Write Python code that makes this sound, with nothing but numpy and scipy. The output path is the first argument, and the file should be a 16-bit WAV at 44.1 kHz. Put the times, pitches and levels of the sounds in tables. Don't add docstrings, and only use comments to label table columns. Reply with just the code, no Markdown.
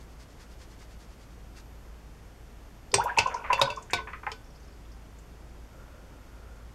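import sys
import numpy as np
from scipy import signal
from scipy.fft import rfft, irfft, next_fast_len
from scipy.io import wavfile
from scipy.ndimage import map_coordinates

SR = 44100
rng = np.random.default_rng(int(sys.argv[2]) if len(sys.argv) > 2 else 0)


def wrap_up_sound(samples):
    columns = np.atleast_2d(samples).T
    tamed = np.clip(columns, -1, 1)
    steps = np.round(tamed * 32767).astype(np.int16)
    wavfile.write(sys.argv[1], SR, steps)


N = 297409
TIME = np.arange(N) / SR
T = TIME[:SR // 2]

# (time [s], clack level [dB], treble gain [dB], handle frequency [Hz],
# relative handle level [dB], water-loaded wall frequency [Hz], wall level [dB], glass level [dB])
KNOCKS = [(2.9409, -13.5, 6, 8150, -13.5, 399, -20.5, -42.5), (3.1859, -17, 2, 2597, -9, 457, -44, -36),
          (3.5299, -25, -1.5, 2670, -16.5, 544, -29.5, -42.5),
          (3.6151, -16.5, -3, 3773, -12, 553, -17.5, -39), (3.7020, -37, 0, 2640, -26.5, 590, -34, -45.5),
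          (3.9333, -19, -5, 3720, -21.5, 703, -28, -38), (4.3171, -35.5, 2, 3080, -37.5, 443, -40, -57.5)]
# (frequency [Hz], relative level [dB], T60 [s])
GLASS_MODES = [(438.8, -5.5, 0.54), (990, -5, 0.095), (1502, 6, 0.32), (2300, -4, 0.22), (2716, -9, 0.19),
               (3486, -2, 0.33), (4328, -9, 0.23), (4719, -3.5, 0.17), (6600, -24, 0.28)]
# (frequency [Hz], relative spectral density [dB])
CLACK_SPECTRUM = [(60, -29), (300, -5.5), (600, 2.5), (1000, 8), (1330, -2), (1800, -4), (2400, 6),
                  (3200, -7), (4500, 3.5), (6900, -6), (8800, -14.5), (12500, -22.5), (16000, -44)]
# (time [s], duration [s], level before the air column [dB])
GLUGS = [(2.976, .058, -12), (3.043, .074, -14.5)]
# (frequency [Hz], bandwidth [Hz], gain [dB])
AIR_COLUMN_MODES = [(470, 130, -20.5), (946, 93, -4.5), (1466, 92, -8.5), (2570, 330, -11.5)]
# (crest time [s], frequency [Hz], level [dB])
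PLOPS = [(2.939, 440, -25.5), (2.987, 801, -21.5), (2.998, 920, -21), (3.063, 990, -21), (3.100, 1630, -28),
         (3.179, 943, -14.5), (3.264, 1010, -16.5), (3.349, 950, -22), (3.507, 990, -15.5),
         (3.534, 960, -24), (3.597, 992, -18), (3.624, 951, -17.5), (3.678, 970, -24), (3.777, 1070, -29.5),
         (3.991, 1010, -28.5), (4.275, 857, -27.5)]
# (time [s], decay time [s], bubble frequency [Hz], level [dB])
SPLASHES = [(3.082, .022, 1430, -41), (3.167, .012, 2570, -34), (3.188, 0.011, 2510, -22),
            (3.312, .025, 1190, -39.5), (3.442, 0.044, 1390, -38.5), (3.502, 0.011, 1320, -29.5),
            (3.531, 0.0066, 2600, -29), (3.578, 0.012, 1420, -33.5), (3.899, 0.024, 1920, -44.5),
            (3.973, 0.0094, 2420, -37.5), (4.072, 0.027, 1500, -40), (4.131, 0.014, 1650, -36.5),
            (4.232, 0.0072, 1490, -38.5), (4.266, 0.0075, 1410, -29)]
# (time [s], frequency [Hz], level [dB])
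SPITS_AND_TICKS = [(2.916, 4530, -42), (3.039, 11700, -42.5), (3.039, 6800, -45), (3.175, 7060, -38),
                   (3.271, 6060, -40.5), (3.342, 5680, -39.5), (3.579, 11900, -53), (3.595, 6440, -44),
                   (3.702, 6360, -51), (3.762, 6000, -48.5), (3.824, 6800, -47.5), (3.907, 7100, -46),
                   (4.849, 3200, -57), (4.917, 5200, -55), (5.187, 6800, -55)]
# (frequency [Hz], relative spectral density [dB])
PAPER_SPECTRUM = [(300, -10), (1500, 5.5), (3000, 0), (4800, 3), (7000, -2), (10000, -9), (15000, -28)]
# (time [s], level [dB])
DRAG_ENVELOPE = [(5.62, -85), (5.76, -58), (6.1, -62), (6.3, -67), (6.43, -58), (6.62, -62), (6.72, -77)]
# (frequency [Hz], bandwidth [Hz], relative gain [dB])
PAD_MODES = [(520, 54, -2), (1400, 86, -3)]
# (frequency [Hz], level [dB])
HUM_TONES = [(54.5, -51.5), (111, -67), (11797, -79)]
# (frequency [Hz], relative spectral density [dB])
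ROOM_SPECTRUM = [(10, -25), (22, -1), (32, 0), (42, -4), (60, -1), (85, -7), (175, -12.5), (700, -21),
                 (1400, -26), (4000, -35.5), (6500, -36.5), (9800, -43), (12500, -45), (16000, -57)]
# (frequency [Hz], T60 [s])
ROOM_T60 = [(100, 0.9), (500, 0.19), (2500, 0.19), (6000, 0.19), (14000, 0.037)]
# (frequency [Hz], bandwidth [Hz])
NOTCHES = [(3945, 136), (7880, 38)]


def knocks(thump_re_clack_db=-14):
    out = np.zeros(N)
    for s, clack_db, treble_db, handle_hz, handle_db, wall_hz, wall_db, glass_db in KNOCKS:
        clack = noise(CLACK_SPECTRUM, len(T))
        clack = unit(filtered(clack, lambda f: amp(treble_db * np.exp(-((f - 6000) / 2300) ** 2))))
        clack *= amp(clack_db) * struck(t60=0.057, attack=0.00005)
        handle = ring(handle_hz, t60=0.025, attack=0.0018)
        handle += amp(-4.5) * ring(handle_hz - 170, t60=0.0084, attack=0.00084)
        handle *= amp(handle_db + 6.5)
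        wall = amp(wall_db) * ring(wall_hz, t60=0.15, attack=0.00033)
        glass = sum(amp(glass_db + db + 2 * rng.standard_normal()) * ring(hz, t60, attack=.001)
                    for hz, db, t60 in GLASS_MODES)
        thump = filtered(rng.standard_normal(len(T)), lambda f: resonance(f, hz=109.6, width=59) ** 2)
        thump = amp(clack_db + thump_re_clack_db) * unit(thump) * struck(t60=0.2, attack=0.0033)
        add(out, s, in_room(clack, wet_db=-11.5) + in_room(handle + glass, wet_db=-11) + wall + thump)
    return out


def glugs(from_hz=450, to_hz=1874):
    out = np.zeros(N)
    for s, length, db in GLUGS:
        progress = np.minimum(T / length, 1)
        tone = trembling(from_hz + (to_hz - from_hz) * progress, depth_oct=0.086)
        add(out, s, amp(db) * tone * np.sqrt(1 - progress) * onset(0.001))
    hollow = filtered(out, lambda f: modal_response(AIR_COLUMN_MODES, f) + amp(-26.5))
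    return in_room(hollow, wet_db=-15)


def plops(swell_s=0.0051, lead_s=0.05):
    out = np.zeros(N)
    from_crest = (T - lead_s) / swell_s
    rise = np.exp(-from_crest ** 2)
    fall = 1 / np.cosh(np.minimum(1.3 * from_crest, 50))
    envelope = np.where(from_crest < 0, rise, fall)
    for s, hz, db in PLOPS:
        tone = trembling(hz, depth_oct=0.052)
        lower_mode = amp(-19.5) * trembling(hz * .56, depth_oct=0.054)
        add(out, s - lead_s, in_room(amp(db) * envelope * (tone + lower_mode), wet_db=-9.5))
    return out


def splashes():
    out = np.zeros(N)
    for s, decay_s, hz, db in SPLASHES:
        spread_oct = min(.75 * (1503 / hz) ** 2, 1)
        add(out, s, amp(db) * burst(hz, spread_oct, decay_s, cycles=2.5))
    for s, hz, db in SPITS_AND_TICKS:
        add(out, s, amp(db) * burst(hz, spread_oct=0.19, decay_s=0.0053, cycles=2.8))
    return in_room(out, wet_db=-8.5)


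def slosh(from_s=3.0, to_s=3.68, swish_db=-50, fade_s=.04, wake_re_plop_db=-19, settle_s=0.036):
    outside_s = np.maximum(np.maximum(from_s - TIME, TIME - to_s), 0)
    stir = amp(swish_db) * np.exp(-outside_s / fade_s)
    for s, _, db in PLOPS:
        add(stir, s, amp(db + wake_re_plop_db) * np.exp(-T / settle_s) * onset(0.0025))
    churn = bubbles(N, per_s=700, centre_hz=1127, spread_oct=1.482, cycles=3.1)
    hollow = unit(filtered(churn, lambda f: modal_response(AIR_COLUMN_MODES, f)))
    fizz = amp(-25) * bubbles(N, per_s=3000, centre_hz=5000, spread_oct=1, cycles=3)
    return in_room((hollow + fizz) * stir, wet_db=-9)


def strokes(count=7, first_s=.016, period_s=.2013, sigma_s=.021):
    pressure = amp(-53) * swell(1.583, sigma_s=.018)
    for k, off_middle in enumerate(np.linspace(-1, 1, count)):
        s = first_s + k * period_s
        forth = swell(s, sigma_s)
        back = amp(-4.5) * swell(s + period_s / 2, sigma_s)
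        pressure += amp(-55 - 6 * off_middle ** 2) * (forth + back)
    return pressure * noise(PAPER_SPECTRUM, N) * amp(wobble(150))


def wet_drag():
    rub = unit(filtered(rng.standard_normal(N), lambda f: modal_response(PAD_MODES, f)))
    return rub * amp(np.interp(TIME, *np.transpose(DRAG_ENVELOPE), left=-120))


def wiping(count=10, from_s=4.43, to_s=4.74, tick_hz=5170, tick_db=-64):
    out = np.zeros(N)
    for k, (late, pitch, scatter_db) in enumerate(rng.standard_normal((count, 3))):
        s = from_s + (to_s - from_s) * (k + .5 + late / 3) / count
        tick = burst(tick_hz * 2 ** (0.16 * pitch), spread_oct=.1, decay_s=.013, cycles=5)
        add(out, s, amp(tick_db + scatter_db) * tick)
    return in_room(out, wet_db=-16)


def background(noise_db=-49.8):
    tones = np.zeros(N)
    for hz, db in HUM_TONES:
        peak = np.sqrt(2) * amp(db + 1.44 * wobble(4.9))
        tones += peak * np.sin(2 * np.pi * hz * TIME + 0.4 * wobble(1.9))
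    return tones + amp(noise_db) * noise(ROOM_SPECTRUM, N)


def in_room(x, wet_db, build_s=0.0063):
    hz, t, spectra = signal.stft(rng.standard_normal(len(T)), SR, nperseg=256)
    decay = amp(-60 * t / along(ROOM_T60, hz)[:, None])
    tail = signal.istft(spectra * decay, SR, nperseg=256)[1][:len(T)]
    tail *= np.clip(T / build_s, 0, 1) ** 2
    return x + amp(wet_db) * signal.fftconvolve(x, tail / np.linalg.norm(tail))[:len(x)]


def bubbles(size, per_s, centre_hz, spread_oct, cycles):
    count = int(per_s * size / SR) + 1
    start, pitch, weakness = rng.random((count, 3)).T[:, :, None]
    hz = centre_hz * 2 ** (spread_oct * (2 * pitch - 1))
    t = T[:SR // 60]
    age = t * hz / cycles
    phase = 2 * np.pi * hz * t * (1 + 0.016 * np.minimum(age, 4))
    grains = amp(-14 * weakness) * np.sin(phase) * np.exp(-age) * (1 - np.exp(-6 * age))
    first_sample = ((np.arange(count)[:, None] + start) * size / count).astype(int)
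    samples = (first_sample + np.arange(len(t))) % size
    return unit(np.bincount(samples.ravel(), grains.ravel(), size))


def burst(hz, spread_oct, decay_s, cycles):
    cloud = bubbles(len(T), per_s=1600, centre_hz=hz, spread_oct=spread_oct, cycles=cycles)
    return np.sqrt(2) * cloud * np.exp(-T / decay_s) * onset(0.00085)


def trembling(hz, depth_oct):
    tremble = map_coordinates(rng.standard_normal(160), [T * 300])
    return np.sin(2 * np.pi * np.cumsum(hz * 2 ** (depth_oct * tremble)) / SR)


def ring(hz, t60, attack):
    return np.sin(2 * np.pi * hz * T) * struck(t60, attack)


def struck(t60, attack):
    return amp(-60 * T / t60) * onset(attack)


def onset(attack):
    return 1 - np.exp(-T / attack)


def swell(s, sigma_s):
    return np.exp(-.5 * ((TIME - s) / sigma_s) ** 2)


def wobble(rate):
    return map_coordinates(rng.standard_normal(int(N * rate / SR) + 4), [TIME * rate])


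def resonance(f, hz, width):
    return 1j * f * width / (hz * hz - f * f + 1j * f * width)


def modal_response(modes, f):
    return sum((-1) ** k * amp(db) * resonance(f, hz, width) for k, (hz, width, db) in enumerate(modes))


def noise(spectrum, size):
    return unit(filtered(rng.standard_normal(size), lambda hz: amp(along(spectrum, hz))))


def filtered(x, response):
    size = next_fast_len(len(x) + 8192)
    return irfft(rfft(x, size) * response(np.fft.rfftfreq(size, 1 / SR)), size)[:len(x)]


def along(points, hz):
    f, values = np.transpose(points)
    return np.interp(np.log(hz + 1), np.log(f + 1), values)


def amp(db):
    return 10 ** (np.asarray(db) / 20)


def unit(x):
    return x / np.sqrt(np.mean(x ** 2) + 1e-20)


def add(track, s, sound):
    start = max(round(s * SR), 0)
    track[start:start + len(sound)] += sound[:len(track) - start]


def scene():
    jar = knocks() + glugs() + plops() + splashes()
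    return (jar + wiping() + slosh() + strokes() + wet_drag() + background())[None]


def record(dry, top_hz=15850):
    def response(f):
        dips = [1 - resonance(f, hz, width) for hz, width in NOTCHES]
        return np.prod(dips, axis=0) * (f < top_hz)
    return np.array([filtered(channel, response) for channel in dry])


dry = scene()
out = record(dry)
wrap_up_sound(out)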